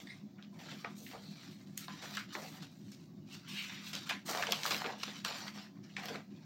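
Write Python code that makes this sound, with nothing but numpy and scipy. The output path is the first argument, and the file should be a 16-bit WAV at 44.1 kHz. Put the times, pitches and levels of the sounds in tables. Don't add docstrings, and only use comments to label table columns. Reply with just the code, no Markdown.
import sys
import numpy as np
from scipy import signal
from scipy.fft import rfft, irfft
from scipy.io import wavfile
from scipy.ndimage import uniform_filter1d

SR = 44100
rng = np.random.default_rng(int(sys.argv[2]) if len(sys.argv) > 2 else 0)


def file_out(sig):
    cols = np.atleast_2d(sig).T
    lim = np.clip(cols, -1, 1)
    pcm = np.round(lim * 32767).astype(np.int16)
    wavfile.write(sys.argv[1], SR, pcm)


N = 284445
TIME = np.arange(N) / SR

# (frequency [Hz], level [dB per Hz])
FLEX_COLOUR = [(120, -74), (250, -3), (450, -7), (560, -1), (750, -0.5), (1050, -1.5), (1400, -3.5),
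               (2300, -4), (5000, -65)]
CREASE_COLOUR = [(220, -30), (480, 9), (1100, 0), (2200, 33), (4000, -14), (6000, -39), (9000, -27),
                 (15000, -43)]
RUB_COLOUR = [(500, -44), (900, -2.5), (1250, 3), (1750, 3.5), (2500, 4), (4300, 6), (5100, 1.5),
              (5900, 2.5), (6500, -12), (7200, 0), (9000, -94), (14000, -46)]
SCRAPE_COLOUR = [(2000, -16.5), (4000, 9), (5100, 5), (5900, 8.5), (7100, 5), (8700, 2), (10000, -10),
                 (11500, -5.5), (13000, -1), (15500, -2)]


def sheets():
    flexing, rubbing, scraping = effort()
    flex = flexing * friction(FLEX_COLOUR, per_s=700, spread_db=3, smooth=.4, patchy_db=4.5, jerk_db=1.2)
    creases = flexing * friction(CREASE_COLOUR, per_s=260, spread_db=1.5, smooth=0, patchy_db=4, jerk_db=0)
    rub = rubbing * friction(RUB_COLOUR, per_s=2200, spread_db=3, smooth=.45, patchy_db=4, jerk_db=1)
    scrape = scraping * friction(
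        SCRAPE_COLOUR, per_s=3500, spread_db=3.5, smooth=.6, patchy_db=2.4, jerk_db=1.2)
    bending = gain_of(-1.5) * flex + gain_of(-17.0) * creases
    sliding = gain_of(-1.0) * rub + gain_of(5.0) * scrape
    return in_room(bending + sliding, wet_db=-7)


# (start [s], rise [s], length [s], swell along it [dB],
#  flexing [dB], rubbing [dB], scraping on the coil [dB]), all before the mix in sheets()
STROKES = [ (0.0, 0.0017, 0.031, -5.5, -61, -56, -66), (0.043, 0.028, 0.13, -0.5, -69, -63, -77),
           (0.36, .018, 0.046, -7, -64, -82, -94), (0.517, 0.024, 0.088, 2, -68, -70, -81),
           (0.571, 0.036, 0.14, 9.5, -64.5, -60.5, -78), (0.722, .018, 0.11, -0.5, -73, -59.5, -74),
           (0.845, 0.018, 0.087, -2, -86, -59.5, -77), (0.934, 0.062, 0.16, -2.5, -77, -65, -64.5),
           (1.085, 0.031, 0.078, -0.5, -56.5, -56, -70), (1.18, .02, 0.13, 2, -73, -65, -73),
           (1.298, 0.023, 0.11, 3.5, -68, -64, -76), (1.404, 0.03, 0.087, -1.5, -66, -57.5, -72),
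           (1.497, 0.03, 0.043, -1.5, -84, -63.5, -69.5), (1.567, 0.03, .05, -1.5, -78, -66, -75),
           (1.658, 0.013, 0.14, -2.5, -73, -66, -78.5), (1.781, .018, 0.064, 1, -85, -55.5, -65.5),
           (1.878, .018, 0.12, 1, -64, -56, -73), (2.013, 0.012, 0.11, -6, -49, -48.5, -61),
           (2.118, 0.023, 0.073, 1, -72, -49, -65), (2.277, 0.027, 0.047, 6, -78, -57.5, -83),
           (2.32, 0.012, 0.022, -0.5, -76, -49, -59.5), (2.364, 0.02, 0.12, -0.5, -54, -56, -63),
           (2.492, 0.027, 0.08, -0.5, -61, -60.5, -66.5), (2.594, .02, 0.046, -1.5, -70, -55, -79),
           (2.693, 0.017, 0.2, 0.5, -87, -71.5, -78.5), (2.875, 0.021, 0.18, -4, -86, -67.5, -77.5),
           (3.255, 0.0085, 0.09, 21.5, -89, -72.5, -84.5), (3.398, 0.047, 0.097, 9, -89, -66, -84),
           (3.471, 0.02, 0.18, 0, -84, -49.5, -60), (3.63, 0.017, 0.27, -5, -68, -49, -67.5),
           (3.827, 0.025, 0.048, 4.5, -77, -48.5, -64), (3.92, .018, 0.056, 4.5, -59, -51, -63.5),
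           (3.987, 0.018, 0.074, -2, -78, -54, -72), (4.056, 0.015, 0.045, 4.5, -60, -50.5, -67),
           (4.245, 0.023, 0.053, 9.5, -60.5, -59, -59), (4.281, 0.0089, 0.14, 5.5, -47, -50, -58),
           (4.475, 0.029, 0.34, 1, -53, -50, -59.5), (4.626, 0.026, 0.1, -4.5, -46, -54, -49.5),
           (4.791, 0.02, 0.13, 2.5, -51.5, -54, -72.5), (4.968, 0.036, 0.22, -3, -60, -48.5, -65),
           (5.24, 0.011, 0.094, -0.5, -53, -45.5, -68), (5.322, 0.018, 0.16, -2.5, -54.5, -48, -63),
           (5.524, 0.041, 0.11, -9, -51, -48, -64), (5.744, .02, 0.026, -3.5, -63.5, -77, -94),
           (5.824, 0.014, 0.16, 1, -88, -63.5, -84), (5.971, 0.022, 0.044, -6.5, -45, -50, -66),
           (6.016, 0.013, 0.14, 0.5, -49.5, -54.5, -68.5), (6.297, 0.013, .17, 0, -74, -69.5, -86)]
# (flexing [dB], rubbing [dB], scraping [dB]), before the same mix
HELD_DB = (-78, -77, -91)
RELEASE_DB_PER_S = 248


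def effort():
    power = gain_of(HELD_DB)[:, None] ** 2 * np.ones(N)
    t = np.arange(SR) / SR
    for start, rise, length, swell_db, *levels_db in STROKES:
        attack = np.sin(np.pi / 2 * np.minimum(t / rise, 1)) ** 2
        swell = swell_db * np.minimum(t / length, 1)
        release = RELEASE_DB_PER_S * np.maximum(t - length, 0)
        shape = attack * gain_of(swell - release)
        for layer, db in zip(power, levels_db):
            add(layer, start, (gain_of(db) * shape) ** 2)
    return np.sqrt(power)


UNEVEN_DB, UNEVEN_HZ = 1.3, 22


def friction(colour, per_s, spread_db, smooth, patchy_db, jerk_db):
    sizes = gain_of(spread_db * np.minimum(rng.exponential(1, N), 4)) * rng.choice([-1, 1], N)
    clicks = evened(sizes * (rng.random(N) < per_s / SR))
    grains = clicks + smooth * rng.standard_normal(N)
    waver_db = jerk_db * drift(90) + UNEVEN_DB * drift(UNEVEN_HZ)
    return coloured(bend(grains, patchy_db) * gain_of(waver_db), colour)


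def bend(x, patchy_db):
    z = signal.stft(x, SR, nperseg=512)[2]
    patches = uniform_filter1d(rng.standard_normal(z.shape), size=3, axis=0)
    patches = evened(uniform_filter1d(patches, size=7, axis=1))
    bent = z * gain_of(patchy_db * patches)
    bent *= np.linalg.norm(z, axis=0) / (np.linalg.norm(bent, axis=0) + 1e-20)
    return signal.istft(bent, SR, nperseg=512)[1][:N]


# (time [s], direct energy [dB], pitch [Hz], lowest radiated frequency [Hz],
#  highest radiated frequency [Hz], shiver [ms], echoes relative to the direct energy [dB])
SNAPS = [ (0.383, -38, 1400, 1110, 2780, 7.7, 8), (0.426, -30.5, 3460, 1470, 4970, 0.54, -1),
         (0.591, -35.5, 2500, 890, 16000, 1.2, 9), (.661, -35, 3200, 1200, 9000, 2.3, 0),
         (.7150, -25.5, 2600, 597, 9000, 4.2, 2.5), (0.8469, -17.5, 680, 583, 1100, 0.8, -3),
         (0.847, -14.5, 1280, 900, 3800, 0.94, -1), (1.065, -27, 2350, 2010, 3200, 1.4, 3.5),
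         (1.432, -34, 1590, 1100, 9000, 1.7, 1), (1.512, -36, 3200, 1800, 16000, 2.7, 0),
         (1.606, -45, 1510, 500, 12000, 2.7, 2), (1.7773, -14, 8900, 2430, 18000, 0.54, -1),
         (1.8822, -20.5, 1050, 810, 4500, 0.6, 2.5), (2.034, -25.5, 810, 453, 2500, 6, 3),
         (2.109, -30.5, 3480, 900, 16000, 1.5, 1), (2.1514, -23, 3600, 1300, 16000, 2.8, -3),
         (2.1702, -19.5, 5560, 1500, 10000, 1.3, -6), (2.1718, -13, 1530, 1190, 4000, 3.6, 2.5),
         (2.352, -13.5, 1270, 413, 9000, 1.4, -0.5), (2.6242, -27, 3850, 584, 16000, 4, 4.5),
         (2.9183, -32.5, 5400, 2130, 15000, 2.4, 6.5), (3.696, -25.5, 1630, 890, 5000, 0.86, 5),
         (3.932, -18, 2880, 1650, 14100, 5.2, 5), (3.9522, -15.5, 3870, 2000, 12000, 1.6, -10),
         (4.029, -33, 4200, 2010, 16000, 3.6, 1), (4.093, -17.5, 3040, 1410, 16000, 1.2, 1.5),
         (4.0961, -10.5, 2360, 890, 14000, 2.3, 2), (4.1050, -17, 3930, 1200, 9000, 1.9, -11),
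         (4.1085, -12, 1970, 655, 5000, 3.1, 2), (4.1182, -20, 2090, 895, 4000, 1.3, -4),
         (4.282, -21, 1380, 596, 11800, 1.1, 2), (4.294, -16.5, 6600, 900, 10000, 2.6, 1),
         (4.304, -16, 635, 230, 3000, 2.6, 0), (4.333, -17.5, 1100, 696, 8000, 1.8, 1),
         (4.349, -12.5, 990, 400, 7000, 2, -2), (4.360, -20, 900, 495, 3500, 2.7, -9),
         (4.374, -13, 3750, 600, 8000, 1.7, -2), (4.397, -18, 1240, 700, 3500, 1.8, -14),
         (4.4248, -8.5, 1640, 790, 7000, 3.5, 0), (4.4358, -9.5, 1700, 890, 5000, 2, -12),
         (4.4694, -12.5, 2600, 576, 7000, 1.5, 2), (4.490, -20, 646, 450, 2000, 2.3, -7),
         (4.5097, -17, 4040, 2000, 7000, 0.81, -9), (4.5223, -3.5, 3150, 2130, 14100, 0.44, -1.5),
         (4.522, -17, 1080, 595, 2000, 1, 3.5), (4.529, -13.5, 1010, 500, 4500, 2.8, -5),
         (4.6338, -12.5, 3340, 1400, 10000, 1, 0), (4.6541, -10, 1230, 686, 5030, 1.4, -3),
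         (4.663, -11.5, 3400, 600, 14000, 1.1, 2), (4.690, -28, 1250, 600, 7900, 1.2, -8),
         (4.7080, -9.5, 3870, 673, 10000, 2.2, 2), (4.7111, -9.5, 1640, 800, 5000, 2.3, -7),
         (4.7178, -16, 2200, 600, 7000, 1.5, 2), (4.7212, -11, 3580, 500, 9000, 1.2, -1),
         (4.7456, -11.5, 2880, 486, 8000, 1.4, -1.5), (4.7518, -19.5, 1400, 500, 6000, 1, 2),
         (4.765, -17, 3400, 1500, 12000, 1.5, -13), (4.819, -16.5, 930, 597, 4000, 0.37, -8),
         (4.8432, -15.5, 1120, 422, 6000, 2.2, 5), (4.8556, -16, 810, 298, 6040, 2.8, 0),
         (4.861, -18, 2500, 800, 7000, 3.5, -3), (4.87, -22, 2400, 600, 7000, 1, -12),
         (4.8925, -20.5, 880, 500, 3020, 1.6, 3), (4.9015, -28, 1390, 700, 4000, 1.2, -4),
         (4.922, -30, 1190, 600, 3500, 1.5, -3), (4.934, -23, 740, 503, 2000, 2.4, -1),
         (5.0297, -25, 2520, 700, 7000, 1, 1), (5.033, -10, 3280, 720, 9500, 3, -5),
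         (5.079, -21.5, 2340, 460, 8000, 2.1, 2.5), (5.2485, -9.5, 3900, 1010, 11600, 1.8, -0.5),
         (5.249, -20.5, 1160, 910, 2000, 1.6, 8), (5.2821, -17.5, 3160, 593, 10000, 3, 2),
         (5.310, -20, 1000, 450, 3500, 3.9, -4), (5.3248, -21, 2910, 900, 12000, 2, 4),
         (5.384, -27.5, 6500, 4000, 12000, 4, -5), (5.467, -25, 1600, 805, 5000, 5.5, 2),
         (5.4798, -19, 2610, 1020, 3980, 2.8, -5), (5.662, -35.5, 1520, 700, 4000, 6.7, -10),
         (5.839, -38, 5530, 2800, 6450, 8.3, 1), (5.9663, -12.5, 1950, 1280, 6740, 6, -1.5),
         (6.035, -23, 1820, 500, 9000, 2.2, 4), (6.0575, -20.5, 3150, 398, 16000, 0.35, 1),
         (6.084, -20.5, 2900, 500, 12000, 3.7, 3.5), (6.099, -22.5, 448, 280, 3500, 6.3, 6.5),
         (6.1513, -19, 620, 302, 3500, 2.2, -6), (6.1571, -19.5, 1920, 397, 9000, 2, -4)]
# (ratio to the pitch, relative level [dB per Hz])
SNAP_SHAPE = [(.06, 0.5), (.25, 1), (.55, -3), (1, 3), (1.5, -2.5), (2.5, -9.5), (5, -16.5), (12, -86)]
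# (frequency [Hz], relative level [dB])
SNAP_COLOUR = [(60, -32), (250, 8), (600, 1), (5800, 2), (7500, -1.5), (10000, -9), (13000, 4), (16000, 3)]


def snaps(size=1024):
    out = np.zeros(N)
    t = np.arange(-size // 2, size) / SR
    for s, db, hz, lowest_hz, highest_hz, shiver_ms, echo_db in SNAPS:
        pop = disperse(pulse(lambda f: read(SNAP_SHAPE, f / hz) + read(SNAP_COLOUR, f)))
        pop = signal.sosfilt(signal.butter(3, lowest_hz, "high", fs=SR, output="sos"), pop)
        pop = signal.lfilter(*signal.butter(2, min(highest_hz, 20000), fs=SR), pop)
        pop *= gain_of(db) / np.linalg.norm(pop)
        rise = gain_of(-25) * np.exp(-abs(t) / .0022)
        shiver = 0.28 * np.exp(-abs(t) / (shiver_ms / 10 ** 3))
        tremble = np.where(t < 0, rise, shiver) * rng.standard_normal(len(t))
        push = np.where(t == 0, 1, tremble)
        snap = np.convolve(push, pop)
        add(out, s + t[0], gain_of(db) * snap / np.linalg.norm(snap))
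        dulled = signal.lfilter(*signal.butter(1, 9000, fs=SR), pop)
        add(out, s, gain_of(echo_db) * signal.fftconvolve(dulled, room()))
    return out


SPREAD_S = 0.000389


def disperse(x, size=4096):
    hz = np.fft.rfftfreq(size, 1 / SR)
    phase = -2 * np.pi * 2 * SPREAD_S * np.sqrt(10 ** 3 * hz)
    return irfft(rfft(x, size) * np.exp(1j * phase), size)[:len(x)]


# (start [s], rise [s], fall [s], level before the swell shapes it [dB], pitch [Hz])
FLAPS = [(0.711, 0.011, 0.02, -57.5, 593), (0.996, 0.021, 0.035, -60, 594), (1.128, 0.013, 0.054, -50, 740),
         (1.2, 0.026, 0.14, -69, 690), (2.358, 0.011, 0.046, -47.5, 615), (2.405, 0.018, 0.057, -52.5, 680),
         (4.33, 0.019, 0.025, -54, 850), (4.475, 0.014, 0.045, -41.5, 635), (4.705, 0.022, .045, -46, 553),
         (4.843, 0.02, 0.032, -48, 560), (4.88, 0.029, 0.076, -55, 710), (5.074, 0.022, 0.023, -66, 680),
         (5.275, 0.023, 0.034, -48.5, 810), (6.09, 0.055, 0.042, -50, 590)]
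# (ratio to the pitch, relative level [dB per Hz])
FLAP_SHAPE = [(.2, -23), (.55, 0.5), (1, 6), (1.5, -7), (2.6, -31), (6, -43)]


def flaps():
    out = np.zeros(N)
    for start, rise, fall, db, hz in FLAPS:
        t = np.arange(0, rise + fall, 1 / SR)
        bends = rng.standard_normal(len(t)) * (rng.random(len(t)) < 900 / SR)
        ring = disperse(pulse(lambda f: read(FLAP_SHAPE, f / hz)))
        body = signal.fftconvolve(bends, ring)[:len(t)]
        swell = np.interp(t, [0, rise, rise + fall], [0, 1, 0])
        add(out, start, gain_of(db) * evened(body) * swell)
    return out


# (start [s], length [s], level at its peak [dB])
GLIDES = [(0.57, .07, -70), (0.71, .13, -71), (0.96, 0.18, -61), (1.25, 0.046, -84), (1.49, .07, -74),
          (2.01, 0.22, -65), (2.308, 0.29, -64), (3.54, 0.081, -67), (3.71, 0.056, -66), (3.85, .07, -59),
          (4.25, 0.21, -56), (4.625, 0.17, -49), (5.25, .06, -58), (5.36, 0.055, -67), (6.02, .09, -63)]
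# (frequency [Hz], relative level [dB per Hz])
AIR_COLOUR = [(5000, -38), (8500, -8), (10000, -13), (12500, -1), (16000, -0.5)]


def glides():
    speed = np.zeros(N)
    for start, length, db in GLIDES:
        arch = np.sin(np.pi * np.arange(0, length, 1 / SR) / length).clip(0)
        add(speed, start, gain_of(db) * np.sqrt(arch))
    hiss = rng.standard_normal(N) * gain_of(UNEVEN_DB * drift(UNEVEN_HZ))
    return in_room(speed * coloured(hiss, AIR_COLOUR), wet_db=-10)


# (time [s], level before the part's own [dB], pitch [Hz])
COVER_SQUEAK = [(.066, -90, 1930), (.072, -53, 1976), (.09, -71, 1973), (.101, -52.5, 2090),
                (.125, -63.5, 2134), (.15, -75, 2240)]
EDGE_SQUEAK = [(3.49, -42.5, 2950), (3.55, -36, 2795), (3.59, -30, 2703), (3.63, -36, 2543),
               (3.68, -42.5, 2390), (3.75, -38.5, 2300), (3.82, -50, 2320)]
COIL_SQUEAK = [(1.12, -66, 4260), (1.22, -67, 4330), (1.27, -57, 4270), (1.33, -66, 4150),
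               (1.42, -65, 4200), (1.5, -67, 4180), (1.57, -72, 4200)]
# (multiple of the pitch, level [dB])
COVER_PARTS = [(1, 4.5), (1.85, 0), (2.3, -6), (4.15, -14), (4.55, -27)]
EDGE_PARTS = [(1, -12), (1.5, -20.5)]
COIL_PARTS = [(0.99, 0)]


def squeaks():
    cover = note(COVER_SQUEAK, COVER_PARTS, width_hz=330)
    edge = note(EDGE_SQUEAK, EDGE_PARTS, width_hz=890)
    return cover + edge + note(COIL_SQUEAK, COIL_PARTS, width_hz=700)


# (time [s], level before the part's own [dB], pitch [Hz])
SETTLE = [(1.12, -87, 79.4), (1.16, -65, 73.7), (1.21, -70, 72), (1.28, -92, 69)]
# (multiple of the pitch, level [dB])
SETTLE_PARTS = [(1, -2), (2, 0), (4, -7)]


def thud():
    return note(SETTLE, SETTLE_PARTS, width_hz=8.2)


def note(curve, parts, width_hz):
    s, db, hz = np.transpose(curve)
    pitch = np.interp(TIME, s, hz)
    tone = sum(gain_of(part_db) * whistle(pitch * multiple, width_hz) for multiple, part_db in parts)
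    sounding = (TIME > s[0]) * (TIME < s[-1])
    return tone * gain_of(np.interp(TIME, s, db)) * sounding


def whistle(hz, width_hz):
    lowpass = signal.butter(2, width_hz / 2, fs=SR, output="sos")
    sway = signal.sosfilt(lowpass, [1, 1j] @ rng.standard_normal((2, N)))
    turning = np.exp(2j * np.pi * np.cumsum(hz * np.ones(N)) / SR)
    return evened((sway * turning).real)


# (frequency [Hz], lift [dB])
LIFTED_PITCHES = [(467, 6.5), (707, 5.5), (765, 5.5), (902, 3.5), (1019, 5.5), (1168, 4), (1269, 3),
                  (1636, 3)]
LIFT_WIDTH_HZ = 15


def lift_pitches(x):
    lifted = x.copy()
    for hz, db in LIFTED_PITCHES:
        resonance = signal.iirpeak(hz, hz / LIFT_WIDTH_HZ, fs=SR)
        lifted += (gain_of(db) - 1) * signal.lfilter(*resonance, x)
    return lifted


# (frequency [Hz], time to fall by 60 dB [s])
ROOM_DECAY = [(200, 0.23), (1000, 0.25), (2800, 0.32), (7000, 0.3), (15000, 0.43)]


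def room(early_db=7, early_s=0.084, gap_s=0.0027, size=16384):
    t = np.arange(size) / SR
    taps = rng.standard_normal(size) * (rng.random(size) < 4000 / SR)
    taps *= np.clip(t / gap_s - .5, 0, 1) * (1 + gain_of(early_db) * np.exp(-t / early_s))
    hz, at, z = signal.stft(taps, SR, nperseg=256)
    decay = gain_of(-60 * at / read(ROOM_DECAY, hz)[:, None])
    tail = signal.istft(z * decay, SR, nperseg=256)[1][:size]
    return tail / np.linalg.norm(tail)


SPOT_S = 0.2


def in_room(x, wet_db):
    echoes = np.zeros(N)
    for s in np.arange(0, N / SR + SPOT_S, SPOT_S):
        near = abs(TIME - s) < SPOT_S
        fade = np.cos(np.pi / 2 * (TIME[near] - s) / SPOT_S)
        add(echoes, TIME[near][0], signal.fftconvolve(x[near] * fade, room()))
    return (x + gain_of(wet_db) * echoes) / np.sqrt(1 + gain_of(wet_db) ** 2)


# (frequency [Hz], width [Hz], rms level before the flutter [dB])
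HUM = [(112.7, 24.4, -69.5), (146.5, 16.3, -67.5), (161.2, 12.7, -62), (202.8, 18.4, -56),
       (245, 16.3, -65.5), (278.6, 29.5, -64), (346, 53.6, -67.5)]
# (frequency [Hz], level [dB per Hz])
WASH_COLOUR = [(25, -35), (60, -16), (85, -6), (110, 11.5), (200, 14.5), (330, -13.5), (450, -7.5),
               (660, -2.5), (1000, -16.5), (2500, -39), (4500, -18), (7000, -23.5), (9500, -49),
               (15000, -23.5)]
HUM_STEADY_S = 0.31


def appliance():
    hum = sum(gain_of(db) * whistle(hz, width) for hz, width, db in HUM)
    hum = hum * gain_of(2.23 * drift(10))
    slow_level = np.sqrt(uniform_filter1d(hum ** 2, round(HUM_STEADY_S * SR)))
    hum = hum / evened(slow_level)
    return hum + gain_of(-61.5) * coloured(rng.standard_normal(N), WASH_COLOUR)


def gain_of(db):
    return 10 ** (np.asarray(db) / 20)


def evened(x):
    return x / np.sqrt(np.mean(x ** 2) + 1e-20)


def read(points, hz):
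    f, value = np.transpose(points)
    return np.interp(np.log(hz + 1e-9), np.log(f), value)


def add(mix, s, sound):
    part = mix[max(round(s * SR), 0):][:len(sound)]
    part += sound[:len(part)]


def pulse(db_at, size=2048):
    log_gain = np.log(gain_of(db_at(abs(np.fft.fftfreq(size, 1 / SR)))))
    return np.fft.ifft(np.exp(np.conj(signal.hilbert(log_gain)))).real[:size // 2]


def coloured(x, points):
    return evened(irfft(rfft(x) * gain_of(read(points, np.fft.rfftfreq(N, 1 / SR))), N))


def drift(rate_hz):
    slow = np.fft.rfftfreq(N, 1 / SR) < rate_hz
    return evened(irfft(rfft(rng.standard_normal(N)) * slow, N))


def scene():
    buckling = bend(snaps(), patchy_db=2.8)
    notebook = sheets() + buckling + in_room(squeaks() + flaps(), wet_db=-2.0)
    return (lift_pitches(notebook) + glides() + thud() + appliance())[None]


EDGE_HZ = 16000


def record(dry):
    lowpass = signal.firwin(511, EDGE_HZ, window=("kaiser", 9), fs=SR)
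    return signal.oaconvolve(dry, lowpass[None], "same")


dry = scene()
out = record(dry)
file_out(out)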